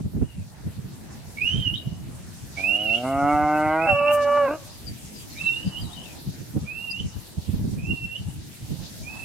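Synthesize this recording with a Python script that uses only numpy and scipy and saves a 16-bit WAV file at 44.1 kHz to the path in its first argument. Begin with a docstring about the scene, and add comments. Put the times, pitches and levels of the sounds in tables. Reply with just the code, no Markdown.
"""A calf gives one long moo in a breezy pasture: a closed-mouth hum opens into a bright call, flips up two octaves
and breaks off in a rasp. Its voice is sums of harmonics shaped by moving resonances, with noise for rough breath.
A near-sine whistle, likely a bird, repeats its rise, dip and flick; gliding sines chirp far off and one peep is nearer.
Grass hisses and ticks (shaped noise), and puffs of low noise are wind thumping on the two microphone ports."""
import sys
import numpy as np
from scipy import signal
from scipy.io import wavfile
from scipy.ndimage import uniform_filter1d

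SR = 44100
rng = np.random.default_rng(int(sys.argv[2]) if len(sys.argv) > 2 else 0)


def wav_record(signal):
    """Record a signal, one row per channel, as 16-bit PCM in the file named by sys.argv[1]."""
    frames = np.transpose(np.atleast_2d(signal))
    bounded = np.clip(frames, -1, 1)
    # unit amplitude maps onto the largest positive 16-bit level
    quanta = np.round(bounded * 32767).astype(np.int16)
    wavfile.write(sys.argv[1], SR, quanta)


N = 407528
TIME = np.arange(N) / SR


def from_db(db):
    """Decibels to gain."""
    return 10 ** (np.asarray(db) / 20)


def rms_one(x):
    """Scale to rms 1."""
    return x / np.sqrt(np.mean(x ** 2) + 1e-20)


def evened(noise, size=1100):
    """Noise held at rms 1 from moment to moment, over a window of size samples."""
    return noise / np.sqrt(uniform_filter1d(noise ** 2, size=size, axis=1))


def in_time(rows, t=TIME):
    """The columns of a curve at times t; the first column is time."""
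    s, *columns = np.transpose(rows)
    return [np.interp(t, s, c) for c in columns]


def at_hz(points, hz):
    """A spectrum in dB read on a log-frequency axis."""
    f, db = np.transpose(points)
    return np.interp(np.log(hz), np.log(f), db)


def drift(rate_hz):
    """Slow chance with spread 1: noise through a double one-pole low-pass at rate_hz, run at SR / 20."""
    r = np.exp(-40 * np.pi * rate_hz / SR)
    slow = signal.lfilter([1], [1, -2 * r, r * r], rng.standard_normal(N // 20 + 4002))
    slow = slow[4000:]  # drop the filter's settling
    return np.interp(np.arange(N) / 20, np.arange(len(slow)), rms_one(slow))


def band(x, low, high):
    """Band-pass between two frequencies in Hz."""
    return signal.sosfilt(signal.butter(2, [low, min(high, SR / 2 - 100)], "band", fs=SR, output="sos"), x)


def smooth(x, hz):
    """Steep low-pass."""
    return signal.sosfilt(signal.butter(8, hz, fs=SR, output="sos"), x)


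def peak(hz, centre_hz, width_hz):
    """The bell shape of a resonance, 1 at its centre."""
    return 1 / (1 + (2 * (hz - centre_hz) / width_hz) ** 2)


def ramp(start, length):
    """From 0 to 1 over a length of time in seconds."""
    return np.clip((TIME - start) / length, 0, 1)


def gate(start, attack, end, release):
    """Attack, hold and release between two moments."""
    return ramp(start, attack) * (1 - ramp(end - release, release))


def swell(at, length):
    """A smooth bump about a moment."""
    return np.exp(-np.minimum((2 * (TIME - at) / length) ** 2, 50))


def pan(db):
    """Left and right gains for a level difference; positive is louder on the left."""
    gains = from_db(np.array([[db], [-db]]) / 2)
    return gains / np.sqrt(np.mean(gains ** 2))


def delayed(x, s):
    """The same sound, s seconds later."""
    return np.interp(TIME - s, TIME, x, left=0)


def scatter(x, t60, count=60):
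    """Faint reflections from ground, animals and trees, falling 60 dB in t60 s, different at each port."""
    out = np.zeros((2, N))
    for side in out:
        lags = rng.uniform(0.0028, t60, count)
        gains = from_db(-60 * lags / t60) * rng.choice([-1, 1], count)
        gains = gains / np.linalg.norm(gains)
        for lag, gain in zip((lags * SR).astype(int), gains):
            side[lag:] += gain * x[:N - lag]
    return out


def banded_noise(spectrum, alike, patchy_db, flicker_rate_hz):
    """Half-octave bands of noise, each flickering on its own; alike is the ports' correlation; rms 1."""
    out, alike = 0, np.clip(alike, 0, 1)
    edges = 2 ** np.arange(np.log2(spectrum[0][0]), np.log2(spectrum[-1][0]) + .5, .5)
    white = rng.standard_normal((2, 2, N))
    shared = np.sqrt(1 + alike) * white[:, :1]
    opposed = np.sqrt(1 - alike) * white[:, 1:] * [[1], [-1]]
    ports = shared + opposed
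    for k, (low, high) in enumerate(zip(edges, edges[1:])):
        gain = from_db(at_hz(spectrum, np.sqrt(low * high)) + patchy_db * drift(flicker_rate_hz))
        out = out + gain * band(ports[k % 2], low, high)  # neighbouring bands use independent noise
    return rms_one(out)


def field():
    """The low, restless murmur of the breeze over open ground: flickering bands of noise."""
    # slow loudness of the open air before the trim: time_s, level_db
    air_level = [(.25, -53), (1.1, -46.5), (4.8, -49), (5.6, -46), (7.3, -51.5), (8.4, -51.5),
                 (9.24, -47.5)]
    # its colour: frequency_hz, density_db (relative dB per Hz)
    air_colour = [(30, -9), (80, 3), (160, 0), (280, -5.5), (450, -16), (750, -13.5), (1100, -22.5),
                  (2000, -22), (3500, -45.5)]
    murmur = banded_noise(air_colour, alike=0.23, patchy_db=3.0, flicker_rate_hz=4.35)
    return from_db(in_time(air_level)[0] + 5.5) * murmur


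def faint_puffs():
    """Small puffs, evenly spaced but for random jitter, as rows like the strong ones."""
    rate_per_s, length_s, flutter_db = 3, 0.035, -11
    mean_db, spread_db, mean_side_db = -45.5, 4.5, 7
    draws = rng.standard_normal((int(rate_per_s * N / SR), 3))
    return [((k + .5 + 0.304 * late) / rate_per_s, length_s, mean_db + spread_db * size,
             mean_side_db + 5 * side, flutter_db)
            for k, (late, size, side) in enumerate(draws)]


def wind(flutter_share=0.81, fine_db=-14):
    """Each puff is a short lump of low turbulence; the sharper it is, the more small and fine eddies it sheds."""
    # strong puffs on the ports: middle_s, length_s, level_db, left_right_db, flutter_db (against the puff)
    strong_puffs = [(.008, 0.021, -23.5, 2, -6.5), (.06, 0.042, -23.5, -1, -4.5),
                    (.171, 0.056, -23.5, -2.5, 0), (.226, 0.037, -18, -6.5, -2.5),
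                    (.4, 0.083, -29.5, -2, -21), (.672, 0.052, -26, -0.5, -5.5),
                    (.79, 0.042, -29.5, -8, -33), (.857, .044, -33, -6, -10),
                    (1.281, 0.054, -37.5, -2, -19), (1.448, 0.038, -33, 4, -16),
                    (1.552, 0.057, -22.5, -5, -14), (1.594, 0.048, -22.5, -3, -9.5),
                    (1.672, 0.025, -22.5, -6.5, -12), (1.735, 0.06, -27.5, -7, -23),
                    (1.875, 0.028, -23, -4, -13), (1.93, 0.032, -26.5, -7, -34),
                    (2.04, 0.28, -35.5, -2, -27), (2.435, 0.052, -36.5, 6, -15),
                    (3.177, .044, -31.5, -16, -14), (3.24, 0.04, -29, 11, -18),
                    (3.348, 0.041, -29, -1, -18), (3.432, 0.062, -30.5, -11, -24),
                    (3.668, .044, -33, -12, -5), (3.93, 0.052, -25.5, -2, -8), (4.024, 0.037, -36, -6, -17),
                    (4.9, 0.094, -35, -0.5, -20), (5.444, 0.035, -35, 2, -15),
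                    (5.674, 0.032, -20.5, 3, -8.5), (5.84, 0.096, -29.5, -4, -10.5),
                    (6.285, 0.035, -23.5, 3, -8), (6.415, 0.049, -37, -4, -1),
                    (6.57, 0.033, -20.5, -4.5, 1), (6.634, 0.044, -28.5, 4, -4),
                    (7.009, 0.032, -30.5, -2, -3.5), (7.059, 0.04, -24.5, 1, -7.5),
                    (7.173, 0.04, -27.5, 10, -32), (7.386, 0.019, -20.5, -6, -27),
                    (7.495, 0.027, -19.5, -10, -5.5), (7.548, 0.043, -21.5, -7, -5),
                    (7.609, 0.077, -26, 2, -4), (7.65, .04, -24.5, -3, -2.5), (7.685, 0.046, -29, -2, 0.5),
                    (7.733, 0.044, -27, -7, 0.5), (7.785, 0.048, -29.5, 0, -0.5),
                    (7.839, 0.027, -25, 0, -22), (7.896, 0.057, -25.5, -1, -6),
                    (7.929, 0.037, -26, -4.5, 0.5), (8.045, 0.076, -32, 0, -30),
                    (8.212, 0.041, -29, 0, -24), (8.279, 0.054, -26, 7, -29),
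                    (8.379, 0.088, -33, -0.5, -26), (8.638, 0.041, -32, -2, -23),
                    (8.723, 0.049, -25, -6.5, -4.5), (8.807, 0.098, -33.5, -10, -6),
                    (9.021, 0.085, -35, 2, -28)]
    # large, small and finest eddies, each: frequency_hz, density_db (relative dB per Hz)
    large_colour = [(25, -17), (50, -9), (90, 2), (140, 1.5), (200, -7.5), (280, -50)]
    small_colour = [(150, 9), (220, 11.5), (310, -4.5), (430, -27), (600, -49)]
    fine_colour = [(250, -3), (350, 5), (430, -4), (500, -8)]

    rumble, flutter, sharp = np.zeros((3, 2, N))  # power envelopes at the two ports
    for at, length, level_db, side_db, flutter_db in list(strong_puffs) + faint_puffs():
        on = slice(*np.searchsorted(TIME, [at - 4 * length, at + 4 * length]))
        power = (from_db(level_db) * pan(side_db)) ** 2
        away = 2 * (TIME[on] - at) / length
        rumble[:, on] += power / (1 + away ** 2) ** 3
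        # the flutter is squeezed closer to the puff's middle
        shed = power * from_db(flutter_db) ** 2 / (1 + (away / flutter_share) ** 2) ** 3
        flutter[:, on] += shed
        sharp[:, on] += shed * from_db(flutter_db) ** 2
    large = evened(banded_noise(large_colour, alike=0.13, patchy_db=3, flicker_rate_hz=21.3))
    small = evened(banded_noise(small_colour, alike=0.054, patchy_db=5.5, flicker_rate_hz=10.2))
    fine = evened(banded_noise(fine_colour, alike=0.028, patchy_db=-3.5, flicker_rate_hz=19))
    return np.sqrt(rumble) * large + np.sqrt(flutter) * small + from_db(fine_db) * np.sqrt(sharp) * fine


def grass(hiss_db=4, ticks_per_s=90, ticks_db=-13):
    """A soft noise hiss of blades, tiny random ticks of dry stalks, and a few close swishes of noise."""
    # slow loudness of the grassy hiss, often sinking around strong wind puffs, before hiss_db: time_s, level_db
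    hiss_level = [(0.0, -59.5), (0.28, -60), (1.34, -54.5), (1.83, -58), (2.91, -51), (4.01, -55),
                  (5.43, -48.5), (5.68, -53), (6.1, -51), (6.74, -55), (7.59, -52), (7.95, -55.5),
                  (8.98, -48), (9.24, -51.5)]
    # colour of the blades: frequency_hz, density_db (relative dB per Hz)
    blade_colour = [(880, -37), (1500, -9), (2490, -3), (3000, -2.5), (3520, -3), (3960, 0), (10000, -2.5),
                    (11900, -5), (15200, -8), (16000, -17)]
    # stalks brushed close by: middle_s, length_s, lowest_hz, highest_hz, level_db
    swishes = [(2.598, 0.082, 1800, 6600, -43), (4.141, 0.045, 6800, 15000, -35),
               (4.232, 0.05, 3480, 6950, -43)]

    level_db, = in_time(hiss_level)
    hiss = banded_noise(blade_colour, alike=0.019, patchy_db=2.5, flicker_rate_hz=7.7)
    sizes = from_db(np.minimum(rng.exponential(1, (2, N)), 4))
    struck = rng.random((2, N)) < ticks_per_s / SR
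    ticks = rms_one(band(sizes * struck, 2500, 10300))
    out = from_db(level_db + hiss_db) * (hiss + from_db(ticks_db) * ticks)
    for at, length, low_hz, high_hz, swish_db in swishes:
        brushed = rms_one(band(rng.standard_normal((2, N)), low_hz, high_hz))
        out += from_db(swish_db) * pan(1.8) * swell(at, length) * brushed
    return out


def far_birds(echo_t60=.17):
    """Short fluttering sine glides on the left, blurred by distance through scattered reflections."""
    # distant chirps: middle_s, length_s, start_hz, end_hz, level_db (before flutter)
    chirps = [(0.252, 0.085, 2740, 2900, -58), (0.318, 0.093, 2900, 2770, -51), (.4, .09, 2720, 2470, -58),
              (1.508, 0.14, 5500, 6240, -49.5), (1.771, .04, 3680, 3800, -33.5),
              (4.738, 0.092, 4960, 4800, -50), (4.878, 0.033, 4700, 4710, -33.5),
              (5.178, 0.093, 5140, 4640, -45), (5.324, 0.04, 4400, 4160, -42), (5.39, .04, 3850, 3580, -40),
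              (5.445, 0.042, 3650, 4130, -45), (5.478, .04, 4000, 3680, -39.5),
              (5.53, 0.044, 3750, 3490, -43), (5.567, .04, 3580, 4040, -43),
              (5.675, 0.054, 4930, 4690, -46), (5.823, 0.034, 4960, 4450, -41),
              (5.862, 0.068, 3970, 3850, -44), (5.91, 0.035, 3200, 3340, -44),
              (5.932, 0.042, 3470, 3770, -38), (5.994, 0.084, 3010, 2910, -37),
              (6.052, 0.036, 3200, 3720, -43), (6.06, 0.042, 2800, 2620, -41.5),
              (6.111, 0.057, 2500, 2403, -45)]
    waver, flutter_db = .022, 4
    out, wobble = np.zeros(N), 1 + waver * drift(120)
    flutter = from_db(flutter_db * (drift(90) - .5))
    for at, length, start_hz, end_hz, level_db in chirps:
        on = np.abs(TIME - at) < length  # soft edges reach past the nominal length
        glide = (TIME[on] - at) / length + .5
        pitch = (start_hz + (end_hz - start_hz) * glide) * wobble[on]
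        note = np.sin(2 * np.pi * np.cumsum(pitch) / SR)
        out[on] += from_db(level_db) * flutter[on] * np.hanning(len(pitch)) ** 2 * note
    return out * pan(25) + 0.56 * scatter(out, echo_t60)


def whistle_shape(at, lead, scoop, rise, sag, flick, start_hz, knee_hz, crest_hz, dip_hz, end_hz,
                  rise_db, crest_db, dip_db):
    """Pitch, loudness and huskiness of one whistle: a soft scoop, a crest, a sag and a flick that breaks up."""
    attack_s, release_s, hold_share = .02, 0.051, 0.59  # the rise holds its level for hold_share of its length
    lead_in_db, catch_s = -10, 0.023  # it starts weak and husky, then the tone catches
    lead_in_hoarse, flick_hoarse = .25, .6  # noisy share of the power added there
    knee, crest, dip, end = at + scoop, at + rise, at + rise + sag, at + rise + sag + flick
    # a long rise is slow to get going, a short one levels off early
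    climb = ramp(knee, crest - knee) ** max((rise / .25) ** 2, .7)
    pitch = (start_hz + (knee_hz - start_hz) * ramp(at, scoop) ** 1.5
             + (crest_hz - knee_hz) * climb
             + (dip_hz - crest_hz) * np.sin(np.pi / 2 * ramp(crest, sag)) ** 2
             + (end_hz - dip_hz) * ramp(dip, flick) ** 1.5)
    leading = 1 - ramp(at + lead - catch_s / 2, catch_s)
    level_db = np.interp(TIME, [at + hold_share * rise, crest, dip], [rise_db, crest_db, dip_db])
    level_db = level_db + lead_in_db * leading
    husky = lead_in_hoarse * leading + flick_hoarse * ramp(dip, flick) ** 2
    return pitch, from_db(level_db) * gate(at, attack_s, end, release_s), husky


def whistler(waver=0.006, strain_hz=2900, near_db=-7, near_t60=.2, far_db=-17, far_t60=0.8, split_db=-11,
             split_hz=450, hiss_db=-18, octave_db=-31, port_lag_s=.000045):
    """A near-sine from the right, fluttering with reflections; noise splits it when high and at both ends."""
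    # whistles, levels before the trim: start_s, lead_in_s, scoop_s, rise_s (from the start), sag_s, flick_s,
    # start_hz, knee_hz, crest_hz, dip_hz, end_hz, rise_db, crest_db, dip_db
    whistles = [(1.367, 0.051, 0.096, 0.22, .12, 0.078, 2220, 2802, 3176, 2800, 3404, -22.5, -36, -26),
                (2.56, 0.071, .133, .253, 0.091, 0.088, 2270, 2728, 2940, 2686, 3124, -21.5, -29.5, -22),
                (3.78, .025, .041, .155, .105, .105, 2300, 2524, 2738, 2622, 2990, -29, -25.5, -28.5),
                (5.352, .053, .058, .333, 0.071, 0.065, 2220, 2660, 3045, 2885, 3220, -28.5, -50, -32.5),
                (6.648, 0.025, .055, .185, .09, .1, 2330, 2490, 2793, 2700, 3094, -34.5, -34, -35.5),
                (7.775, .075, .13, 0.21, .13, 0.081, 2440, 2807, 2722, 2706, 3180, -35, -40, -36),
                (9.021, 0.04, 0.079, 0.2, 0.11, .1, 2310, 2550, 2634, 2580, 3100, -39, -39.5, -40)]
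    # moments when reflections strengthen or weaken the whistle: middle_s, length_s, change_db
    reflection_changes = [(1.473, 0.024, 4), (1.676, 0.047, 10.5), (1.692, 0.015, -13.5),
                          (1.719, 0.028, -18), (2.745, 0.017, 4.5), (2.944, 0.011, 3.5), (3.864, .016, -5),
                          (3.898, 0.039, 6.5), (4.022, 0.031, -9), (4.086, 0.032, 4), (5.456, 0.011, -7),
                          (5.478, .045, 9), (5.717, .03, -7), (5.78, 0.037, 2.5), (6.695, 0.022, 2),
                          (6.9, 0.025, 7), (7.002, 0.021, 11.5), (7.914, 0.02, 11), (8.048, .022, 9),
                          (8.09, .014, -12), (8.161, 0.02, 8.5), (9.1, 0.016, 8.5)]
    hoarse, grit_hz, flutter_db, flutter_rate_hz = .07, 150, 3.2, 55

    tone, airflow = np.zeros(N), np.zeros(N)
    wobble = 1 + waver * smooth(drift(73), 137)
    change_db = sum(db * swell(at, length) for at, length, db in reflection_changes)
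    flutter = from_db(flutter_db * smooth(np.minimum(drift(flutter_rate_hz), 1), grit_hz) + change_db)
    grit = rms_one(smooth(rng.standard_normal((2, N)), grit_hz))
    for row in whistles:
        pitch, loudness, husky = whistle_shape(*row)
        on = loudness > 0
        pitch, loudness = pitch[on], (loudness * flutter)[on]
        phase = 2 * np.pi * np.cumsum(pitch * wobble[on]) / SR
        # noisy share of the power grows steeply with pitch
        share = np.clip(hoarse * (pitch / strain_hz) ** 20 + husky[on], 0, .85)
        rough_part = np.sqrt(share / 2) * (grit[0, on] + 1j * grit[1, on])
        line = (np.sqrt(1 - share) + rough_part) * np.exp(1j * phase)
        split = from_db(split_db) * share * grit[0, on] * np.cos(phase + 2 * np.pi * split_hz * TIME[on])
        tone[on] = np.sqrt(2) * loudness * (line.real + split)
        tone[on] += from_db(octave_db) * loudness * (line ** 2).real
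        airflow[on] = loudness * share
    tone += from_db(hiss_db) * airflow * rms_one(band(rng.standard_normal(N), 1420, 5000))
    direct = np.array([delayed(tone, port_lag_s), tone]) * pan(-9)
    near = from_db(near_db) * scatter(tone, near_t60) * pan(-2.8)
    far = from_db(far_db) * scatter(tone, far_t60)
    return from_db(-0.94) * (direct + near + far)


def fold_phase(pitch, rough, jitter=0.077, tremor=0.0016):
    """Phase of the vocal folds: roughness makes their period uneven."""
    uneven = 1 + jitter * rough * drift(120.0) + tremor * drift(31.6)
    return 2 * np.pi * np.cumsum(pitch * uneven) / SR


def chest_voice(rough, shimmer=1.0, waver_db=2.5, resonance_width_hz=130, narrowing=0.48, gain_db=0.24, count=36):
    """Low harmonics sweep through the throat's resonances; the opening mouth lets the upper ones out."""
    # chest register: time_s, pitch_hz
    chest_pitch = [(2.6, 96), (2.65, 95.6), (2.764, 103.8), (2.85, 107), (2.982, 119.3), (3.1, 134.8),
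                   (3.32, 147.5), (3.688, 154.1), (3.856, 164.8), (3.9, 156.2), (3.935, 149.2)]
    # its effort, before gain_db: time_s, level_db
    chest_level = [(2.6, -32), (2.62, -41.5), (3.026, -31.5), (3.048, -27), (3.29, -19), (3.362, -20.5),
                   (3.872, -22), (3.895, -16)]
    # what leaves the open mouth, before weighting by the opening: frequency_hz, relative_db
    open_mouth = [(150, -19), (300, -6), (450, -20), (600, -10.5), (750, -10.5), (900, -3.5), (1050, 1),
                  (1330, -8.5), (1520, -8), (1740, -15), (2120, -13.5), (2400, -26), (2600, -20),
                  (2950, -17), (3800, -53), (6000, -55)]
    # what leaves through the nose, before weighting by the opening: frequency_hz, relative_db
    shut_mouth = [(100, 1), (300, 7), (420, -5.5), (640, 5.5), (760, 3.5), (950, -21.5), (1400, -10.5),
                  (1750, -35), (2200, -13.5), (3500, -52)]
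    # resonances of throat and nose: frequency_hz
    throat_hz = [290, 630, 770, 1280, 1480, 2120, 2600]
    # jaw and lips move the mouth's resonances: time_s, first_hz, second_hz, third_hz
    mouth_resonances = [(3.05, 659, 1295, 2180), (3.3, 746, 1300, 2220), (3.5, 705, 1485, 2100),
                        (3.72, 700, 1595, 2040), (3.88, 760, 1373, 2110)]
    # moving notches in the call, likely from sound reflected off the ground: time_s, first_hz, second_hz, third_hz
    ground_notches = [(3.08, 990, 1850, 2470), (3.25, 1076, 1590, 2280), (3.38, 1025, 1800, 2420),
                      (3.52, 980, 1690, 2400), (3.66, 1100, 1650, 2410), (3.78, 1210, 1800, 2700)]
    mouth_peak_db, mouth_width_hz, ground_notch_db, ground_notch_width_hz = 9, 155, -14, 78.6
    # brightness in dB per octave of harmonic number; once open it rises with each octave of pitch
    shut_tilt_db, open_tilt_db, tilt_rise_db, easy_pitch_hz = 3.5, 0.5, 17.5, 150.3

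    envelope = gate(start=2.56, attack=0.084, end=3.95, release=0.095)
    envelope = envelope * from_db(in_time(chest_level)[0] + gain_db)
    on = envelope > 0
    pitch, = in_time(chest_pitch)
    # the mouth snaps open to a share of 0.97 and narrows again towards the break
    mouth = (0.97 * ramp(3.02, 0.026) * (1 - ramp(3.738, 1 / 2.1)))[on]
    tilt_when_open = open_tilt_db + tilt_rise_db * np.log2(pitch[on] / easy_pitch_hz)
    tilt_db = (1 - mouth) * shut_tilt_db + mouth * tilt_when_open
    phase, k = fold_phase(pitch, rough)[on], np.arange(1, count + 1)[:, None]
    hz = k * pitch[on]
    # no two closures are alike: the higher a harmonic, the more it wavers, up to a limit
    unsteady_db = waver_db * np.minimum(hz / 1400, 2) * np.array([drift(10.6)[on] for _ in k])
    # a half-open mouth holds the fixed resonances lower
    opened = at_hz(open_mouth, hz * (1 + narrowing * np.clip(1 - mouth, 0, .3)))
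    for mouth_hz in in_time(mouth_resonances, TIME[on]):
        opened = opened + mouth_peak_db * peak(hz, mouth_hz, mouth_width_hz)
    for notch_hz in in_time(ground_notches, TIME[on]):
        opened = opened + ground_notch_db * peak(hz, notch_hz, ground_notch_width_hz)
    # at the break the low harmonics, below 720 Hz, fall away
    thinning_db = -14.5 * ramp(3.855, .025)[on] * (hz < 720)
    through_nose = (1.5 - mouth) * at_hz(shut_mouth, hz)
    gains = from_db(thinning_db + mouth * opened + through_nose + tilt_db * np.log2(k) + unsteady_db)
    # each resonance passed delays the harmonics above it by half a turn
    lag = sum(np.arctan(2 * (hz - centre) / resonance_width_hz) for centre in throat_hz)
    out = np.zeros(N)
    out[on] = np.sum(gains * np.cos(k * phase - lag), axis=0) / np.sqrt(np.sum(gains ** 2, axis=0) / 2)
    return out * envelope * (1 + shimmer * rough * drift(150))


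def high_voice(rough, beat_depth=0.022, second_db=-28, shimmer=0.84, second_spread=0.0334):
    """A nearly pure high note; a slower, unsteady second vibration puts side tones around each overtone."""
    # high register, before the trims: time_s, pitch_hz, level_db, overtone_lift_db (against the note)
    high_notes = [(3.893, 594, -21, -15), (3.928, 575, -20.5, -13.5), (3.96, 573, -22.5, -6.5),
                  (4.114, 587.2, -16.5, -10), (4.198, 581.8, -20, -6.5), (4.258, 574.3, -19.5, -9),
                  (4.378, 580.5, -18, -6), (4.44, 565, -17.5, -11), (4.482, 521, -25, -4.5)]
    # its overtones before lift, notch and resonance: multiple, level_db
    overtones = [(1, 2.5), (2, -5), (3, -20.5), (4, -19.5), (5, -14)]
    # a nasal notch slides down through the note: time_s, frequency_hz
    notch = [(3.93, 2000), (4.02, 1740), (4.243, 1160), (4.33, 910)]
    # a resonance sinks through the overtones as the mouth closes: time_s, frequency_hz
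    upper_resonance = [(3.93, 3020), (4.09, 2330), (4.18, 1880), (4.3, 1450), (4.36, 1610), (4.47, 1580)]
    second_hz, attack_s, release_s, level_trim_db, overtone_trim_db = 258, 0.029, 0.012, -0.5, 5.5
    notch_db, notch_width_hz, upper_db, upper_width_hz = -18, 46, 9, 310

    pitch, level_db, lift_db = in_time(high_notes)
    notch_hz, = in_time(notch)
    upper_hz, = in_time(upper_resonance)
    second = np.cos(fold_phase(second_hz * (1 + second_spread * drift(63)), rough))
    sway = .13 * (1 + .7 * drift(25))  # phase swing in radians
    phase = fold_phase(pitch, rough)
    wave = 0
    for k, (_, db) in enumerate(overtones):
        hz = (k + 1) * pitch
        colour_db = db + notch_db * peak(hz, notch_hz, notch_width_hz) + upper_db * peak(hz, upper_hz, upper_width_hz)
        colour_db = colour_db + (lift_db + overtone_trim_db) * (k > 0)
        swayed = (k + 1) * phase + min(k + 1, 2) * sway * second - k * np.pi / 2
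        wave = wave + from_db(colour_db) * np.cos(swayed)
    wave = band(wave * (1 + beat_depth * second + shimmer * rough * drift(120)), 560, 2150)
    wave = wave + (from_db(second_db) + .5 * rough) * second
    envelope = gate(high_notes[0][0] - attack_s, attack_s, high_notes[-1][0] + release_s, release_s)
    return np.sqrt(2) * from_db(level_db + level_trim_db) * wave * envelope


def last_rasp(rough, shimmer=1.0, count=9):
    """The voice drops about an octave and dies in a short burst of harmonics from uneven folds."""
    # last catch of the voice: time_s, pitch_hz
    rasp_pitch = [(4.505, 282), (4.53, 310.5)]
    # its harmonics: frequency_hz, relative_db
    rasp_colour = [(290, -2.5), (590, 4), (900, -9.5), (1200, -5), (1580, -18), (1900, -36), (2300, -20),
                   (2900, -15)]
    pitch, = in_time(rasp_pitch)
    envelope = from_db(-25) * gate(start=4.478, attack=0.011, end=4.578, release=0.067)
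    on, k = envelope > 0, np.arange(1, count + 1)[:, None]
    gains = from_db(at_hz(rasp_colour, k * pitch[on]))
    out = np.zeros(N)
    out[on] = rms_one(np.sum(gains * np.cos(k * fold_phase(pitch, rough)[on] - k ** 2), axis=0))
    return out * envelope * (1 + shimmer * rough * drift(160))


def calf(rasp_db=-6, echo_db=-22, echo_t60=0.67, slap_s=.16, slap_db=-29, herd_db=-12, herd_t60=0.13,
         port_lag_s=.00002):
    """Chest hum, high note and rasp, with turbulent air in two throat resonances where the folds are rough."""
    # the folds turn irregular at the start, the mouth's opening, the break and the end:
    # middle_s, length_s, added_roughness (0-1)
    rough_moments = [(2.55, .16, .3), (3.04, .08, .09), (3.876, .045, .3), (4.52, .1, .36)]
    clear_roughness, voice_top_hz = .03, 2970
    rough = clear_roughness + sum(amount * swell(at, length) for at, length, amount in rough_moments)
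    voice = smooth(chest_voice(rough) + high_voice(rough) + last_rasp(rough), voice_top_hz)
    loudness = np.sqrt(np.abs(uniform_filter1d(voice ** 2, size=600)))
    turbulence = rng.standard_normal(N)
    air = band(band(turbulence, 710, 760) + 2.3 * band(turbulence, 1490, 1610), 400, 2900)
    voice = voice + from_db(rasp_db) * rough * loudness * rms_one(air)
    direct = np.array([delayed(voice, port_lag_s), voice]) * pan(-1.2)
    # the bodies of the herd throw back the upper harmonics, the trees one soft echo and a faint tail
    herd = from_db(herd_db) * scatter(band(voice, 710, 3900), herd_t60)
    slap = from_db(slap_db) * delayed(voice, slap_s)
    tail = from_db(echo_db) * scatter(voice, echo_t60)
    return direct + herd + slap + tail


def peep(echo_db=-14, echo_t60=0.098, side_db=12):
    """One short, clear peep from nearer by on the left: a sine with a faint octave."""
    at_s, length_s, pitch_hz, level_db, octave_db = 6.917, 0.02, 4891, -26.5, -22
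    phase = 2 * np.pi * pitch_hz * TIME
    note = np.sin(phase) + from_db(octave_db) * np.sin(2 * phase)
    note = from_db(level_db) * swell(at_s, length_s) * note
    return note * pan(side_db) + from_db(echo_db) * scatter(note, echo_t60)


def scene():
    """Everything in the pasture, in order of first appearance."""
    return field() + wind() + grass() + far_birds() + whistler() + calf() + peep()


def record(dry):
    """The top is cut steeply above 15.9 kHz."""
    return signal.sosfilt(signal.ellip(10, .1, 80, 15900, fs=SR, output="sos"), dry)


dry = scene()
out = record(dry)
wav_record(out)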